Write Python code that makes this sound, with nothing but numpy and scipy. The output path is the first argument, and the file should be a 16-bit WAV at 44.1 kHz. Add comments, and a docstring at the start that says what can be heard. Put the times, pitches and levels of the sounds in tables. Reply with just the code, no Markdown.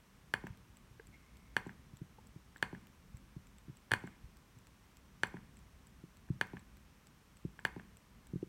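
"""A desk in a small quiet room, with a hand-held phone microphone close to a computer mouse.
The mouse is clicked about every 1.2 s: each press snaps the switch and rings the shell, the button
comes back with a dull thock, and a light tick follows as the finger lifts. Between clicks the hand
bumps softly and plastic knocks. Behind them lie two faint clock-like tickings, one thin squeak
and low room noise."""
import sys
import numpy as np
from scipy import signal
from scipy.fft import rfft, irfft
from scipy.io import wavfile

SR = 44100
rng = np.random.default_rng(int(sys.argv[2]) if len(sys.argv) > 2 else 0)


def to_wav(sig):
    """Store sig (one row per channel, or 1-D mono) as 16-bit WAV at the path in sys.argv[1].

    Samples outside -1..1 are clipped; the rate is SR.
    """
    pcm = np.clip(np.atleast_2d(sig), -1, 1) * 32767
    pcm = np.round(pcm).astype(np.int16)
    wavfile.write(sys.argv[1], SR, pcm.T)  # frames by channels


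N = 373968
BLOW_SIZE = 4096  # samples in one click, thud or tick
FREQ = np.maximum(np.fft.rfftfreq(BLOW_SIZE, 1 / SR), 1)

# room tone, its rumble and middle: frequency_hz, density_db
ROOM_TONE = [(20, -26), (35, -1.5), (60, 5), (85, -3.5), (130, -3.5), (200, -3.5), (300, -12.5), (450, -17),
             (700, -21), (1050, -17), (1400, -20), (2500, -23), (4800, -30)]
# the hiss on top of it: frequency_hz, density_db
ROOM_HISS = [(5700, -27.5), (7000, -31.5), (9500, -32), (10500, -36.5), (12000, -33.5), (16000, -38.5)]
# the room's reverberation by band: centre_hz, level_db, t60_s
REVERB_BANDS = [(101, 5, 0.74), (237, -6, 0.69), (670, -11.5, 0.51), (1110, -5.5, 0.5), (1705, -17.5, 0.49),
                (2460, -5.5, 0.62), (2900, -16.5, 0.64), (4370, -12, 0.46), (8000, -11.5, 0.58),
                (15000, -12.5, 0.34)]
# the quick and the slow ticking: start_s, period_s
TICKINGS = [(.4702, .3), (.574, 1.0033)]
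# colour of their ticks: frequency_hz, gain_db
TICK_COLOUR = [(800, -18.5), (2600, -10), (4500, -16), (6800, -21), (7800, 1), (8800, -22), (11000, -24.5),
               (15000, -16.5)]
# how the desk passes a thud on: frequency_hz, gain_db
DESK_RESPONSE = [(170, 4.5), (245, 1), (315, 3), (420, 2), (620, -3), (760, 8), (1000, 14), (1250, -4),
                 (2000, 17)]
# the clearer bumps of hand and mouse: start_s, peak_db, pitch_hz
HAND_BUMPS = [(0.498, -38.5, 87), (1.931, -44, 126), (2.013, -36, 149), (2.358, -42.5, 156),
              (3.137, -40, 70.0), (3.362, -37.5, 143), (3.68, -43, 168), (3.693, -39.5, 138),
              (3.92, -33, 116), (4.233, -43.5, 56), (6.036, -41, 188), (6.3, -25, 137), (6.353, -44, 118),
              (7.448, -29, 176), (8.333, -30.5, 172), (8.355, -29.5, 167), (8.426, -28, 347)]
# small hollow knocks of plastic: start_s, peak_db, pitch_hz
PLASTIC_KNOCKS = [(.9955, -48, 457), (.9972, -44.5, 1590), (2.1835, -59, 506), (2.184, -52.5, 875)]
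# resonances of the mouse shell on the desk: pitch_hz, width_hz, level_db
SHELL_MODES = [(216, 270, -11), (492, 290, -9), (755, 100, -7.5), (910, 295, -10), (1227, 29, -6.5),
               (1546, 267, 0), (1719, 358, 1.5), (2140, 145, -6.5), (2468, 70, -13), (2887, 370, -12.5),
               (3290, 500, -13.5), (4400, 600, -18)]
# colour of the switch's bright crack: frequency_hz, gain_db
SWITCH_COLOUR = [(1500, -2), (3500, -2), (5200, -14), (6000, 8), (6700, -4), (7600, 2), (9400, 0),
                 (10400, -5), (12500, -7.5), (16000, -7.5)]
# the finger landing on the shell ahead of some presses, once as hard as a click: start_s, level_db
FINGER_LANDINGS = [(2.56, -45.5), (3.9095, -39), (3.9165, -20), (6.287, -52), (7.5901, -42.5)]
# presses of the button: start_s, level_db, held_s, lift_after_release_s, lift_level_db
PRESSES = [(0.338, -21, 0.098, 0.032, -39.5), (1.5655, -20, 0.096, 0.031, -42.5),
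           (2.626, -21, 0.1, 0.022, -44.5), (3.9356, -19, 0.1, 0.038, -44.5),
           (5.2335, -20, .1045, 0.03, -44), (6.4114, -21, 0.12, 0.037, -42.5),
           (7.6504, -21, 0.11, .0357, -44)]


def undb(db):
    """Decibels to gain."""
    return 10 ** (np.asarray(db) / 20)


def colour(points, hz):
    """Gain at hz of (frequency_hz, gain_db) points joined on a log-frequency axis."""
    points_hz, db = np.transpose(points)
    return undb(np.interp(np.log(np.maximum(hz, 1)), np.log(points_hz), db))


def tinted_noise(points, size):
    """Noise of rms 1 with the given colour."""
    noise = irfft(rfft(rng.standard_normal(size)) * colour(points, np.fft.rfftfreq(size, 1 / SR)), size)
    return noise / noise.std()


def minimum_phase(gain):
    """The spectrum of the promptest blow that has these gains."""
    cepstrum = irfft(np.log(gain))
    cepstrum[1:BLOW_SIZE // 2] *= 2
    cepstrum[BLOW_SIZE // 2 + 1:] = 0
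    return np.exp(rfft(cepstrum))


def delay(seconds):
    """The spectrum of a delay."""
    return np.exp(-2j * np.pi * FREQ * seconds)


def soft_contact(hz, order):
    """The spectrum of a soft push: flat up to hz, falling above."""
    return signal.freqs(*signal.butter(order, hz, analog=True), FREQ)[1]


def lossless_resonance(hz, width_hz):
    """An all-pass spectrum: it stores the band around hz and lets it go a moment later."""
    pole = hz ** 2 - FREQ ** 2 + 1j * FREQ * width_hz
    return np.conj(pole) / pole


def through_desk(spectrum, lag_s):
    """A pulse of peak 1 after travelling as a bending wave: lag_s late at 1 kHz, the lows later still."""
    pulse = irfft(spectrum * delay(2 * lag_s / np.sqrt(FREQ / 1000)))
    return pulse / np.abs(pulse).max()


def add(track, start_s, sound):
    """Mix a sound into the track at start_s."""
    i = max(int(round(start_s * SR)), 0)
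    track[i:i + len(sound)] += sound[:max(N - i, 0)]


def room_tone(level_db=-62, waver_db=2, rumble_hz=350):
    """The bed of the room: even hiss over a low rumble that wavers."""
    noise = tinted_noise(ROOM_TONE + ROOM_HISS, N)
    rumble = signal.sosfiltfilt(signal.butter(2, rumble_hz, fs=SR, output="sos"), noise)
    knots = np.arange(0, N, SR // 12)
    waver = np.interp(np.arange(N), knots, rng.standard_normal(len(knots)))
    return undb(level_db) * (noise + rumble * (undb(waver_db * waver) - 1))


def room_reverb(direct, early_db=9, early_t60_s=0.1, first_echo_s=0.0037):
    """Strong early reflections reach the microphone from desk and screen, then a short diffuse tail."""
    t = np.arange(SR // 2) / SR
    log_hz = np.log(np.maximum(np.fft.rfftfreq(len(t), 1 / SR), 1))
    log_centres = np.log(np.array(REVERB_BANDS)[:, 0])
    noise, response = rfft(rng.standard_normal(len(t))), 0
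    early = undb(early_db - 60 * t / early_t60_s)
    for (_, level_db, t60_s), share in zip(REVERB_BANDS, np.eye(len(REVERB_BANDS))):
        band = irfft(noise * np.interp(log_hz, log_centres, share), len(t))
        fade = (undb(-60 * t / t60_s) + early) * (t > first_echo_s)
        response = response + undb(level_db) * band * fade / np.sqrt(np.sum(fade ** 2))
    return signal.fftconvolve(direct, response)[:N]


def tickings(quick_db=-47.5, slow_db=-52.5, scatter_db=0.5, length_s=0.001):
    """Two faint, even series of clock-like ticks, each tick a tiny burst of coloured noise."""
    out, t = np.zeros(N), np.arange(BLOW_SIZE) / SR
    tint = minimum_phase(colour(TICK_COLOUR, FREQ))
    for (first_s, period_s), peak_db in zip(TICKINGS, (quick_db, slow_db)):
        for start_s in np.arange(first_s, N / SR, period_s):
            burst = rng.standard_normal(BLOW_SIZE) * np.exp(-(t / length_s) ** 4)
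            tick = irfft(rfft(burst) * tint)
            peak = undb(peak_db + scatter_db * rng.standard_normal())
            add(out, start_s, peak * tick / np.abs(tick).max())
    return out


def squeak(start_s=1.125, length_s=0.44, level_db=-64, pitch_hz=2170, width_hz=90,
           attack_s=0.015, fade_s=0.018, linger_db=-12):
    """Faint rubbing on one narrow resonance: a quick swell that sinks to a trace."""
    t = np.arange(N) / SR - start_s
    tone = signal.lfilter(*signal.iirpeak(pitch_hz, pitch_hz / width_hz, fs=SR), rng.standard_normal(N))
    gate = np.clip(np.minimum(t, length_s - t) / attack_s, 0, 1)
    swell = np.exp(-np.maximum(t - attack_s, 0) / fade_s) + undb(linger_db)
    return undb(level_db) * gate * swell * tone / tone.std()


def thuds(blows, damping, cutoff_ratio, max_cutoff_hz, order, lag_s, rebound, rebound_s):
    """Each blow is a soft push and its rebound on one damped resonance, carried by the desk."""
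    out, jf = np.zeros(N), 1j * FREQ
    desk = minimum_phase(colour(DESK_RESPONSE, FREQ))
    bounce = 1 + rebound * delay(rebound_s)
    for start_s, peak_db, pitch_hz in blows:
        body = jf / (jf * jf + jf * pitch_hz * damping + pitch_hz ** 2)
        push = soft_contact(min(pitch_hz * cutoff_ratio, max_cutoff_hz), order)
        add(out, start_s, undb(peak_db) * through_desk(push * bounce * body * desk, lag_s))
    return out


def hand_bumps(stir_count=7, stir_db=-51.5, stir_hz=101, spread_db=2, spread_octaves=0.57):
    """The hand bumps dully on mouse and desk, with slighter stirs at random moments."""
    stirs = [(N / SR * (1 + when) / 2, stir_db + spread_db * size, stir_hz * 2 ** (spread_octaves * pitch))
             for when, size, pitch in rng.uniform(-1, 1, (stir_count, 3))]
    return thuds(HAND_BUMPS + stirs, damping=0.64, cutoff_ratio=2.45, max_cutoff_hz=448, order=6,
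                 lag_s=0.001, rebound=0.17, rebound_s=0.00593)


def plastic_knocks():
    """Small knocks of plastic, lightly damped so that they sound hollow."""
    return thuds(PLASTIC_KNOCKS, damping=0.11, cutoff_ratio=0.93, max_cutoff_hz=1900, order=4,
                 lag_s=0.00018, rebound=0.45, rebound_s=0.00245)


def clicks(taps, crack_db, crack_t60_s, shell_db, contact_hz, db_per_octave, scatter_db=0.4):
    """The switch cracks; an instant later the button lands and the shell rings, never quite alike."""
    out, t = np.zeros(N), np.arange(BLOW_SIZE) / SR
    spring = tinted_noise(SWITCH_COLOUR, BLOW_SIZE)  # the same spring snaps every time
    edge_echo = 1 - 0.19 * delay(0.001485)  # the wave comes back inverted from a near edge
    shell_lag = delay(0.00027) * lossless_resonance(hz=2695, width_hz=300)
    for start_s, level_db in taps:
        power = 0
        for pitch_hz, width_hz, mode_db in SHELL_MODES:
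            gain = undb(mode_db + scatter_db * rng.standard_normal())
            power += (gain / (1 + (2 * (FREQ - pitch_hz) / width_hz) ** 2)) ** 2
        ring = minimum_phase(np.sqrt(power) + undb(-74))
        shell = -through_desk(ring * edge_echo * shell_lag, lag_s=0.001035)
        grain = tinted_noise(SWITCH_COLOUR, BLOW_SIZE)
        crack = (1.2 * spring + 1.14 * grain) * undb(-60 * t / crack_t60_s)
        click = undb(shell_db) * shell + undb(crack_db) * crack
        # a lighter touch is a softer contact, so it loses its treble
        cutoff_hz = contact_hz * 2 ** ((level_db + 41.5) / db_per_octave)
        add(out, start_s, undb(level_db) * irfft(soft_contact(cutoff_hz, order=3) * rfft(click)))
    return out


def mouse_button(thock_db=-37, thock_hz=229):
    """Close to the microphone: a snap on the press, a thock on release, a grainy tick at the lift."""
    presses, releases, lifts = [], [], []
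    for start_s, level_db, held_s, lift_s, lift_db in PRESSES:
        presses.append((start_s, level_db))
        releases.append((start_s + held_s, thock_db, thock_hz))
        lifts.append((start_s + held_s + lift_s, lift_db))
    snaps = clicks(presses + FINGER_LANDINGS, crack_db=-20, crack_t60_s=0.011, shell_db=5,
                   contact_hz=3400, db_per_octave=9)
    ticks = clicks(lifts, crack_db=-5, crack_t60_s=0.025, shell_db=3, contact_hz=2570, db_per_octave=17)
    thocks = thuds(releases, damping=0.55, cutoff_ratio=2.4, max_cutoff_hz=900, order=2,
                   lag_s=0.00298, rebound=0.21, rebound_s=0.00487)
    return snaps + ticks + thocks


def scene():
    """Mono, at the desk: the button in front, bumps and knocks with less reverb, the quiet room behind."""
    button = mouse_button()
    handling = hand_bumps() + plastic_knocks()
    reverb = room_reverb(button + undb(-12) * handling)
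    return (button + handling + reverb + tickings() + squeak() + room_tone())[None]


def record(dry):
    """The phone cuts off steeply above 16 kHz."""
    return signal.sosfilt(signal.ellip(10, 0.1, 70, 16000, fs=SR, output="sos"), dry)


dry = scene()
out = record(dry)
to_wav(out)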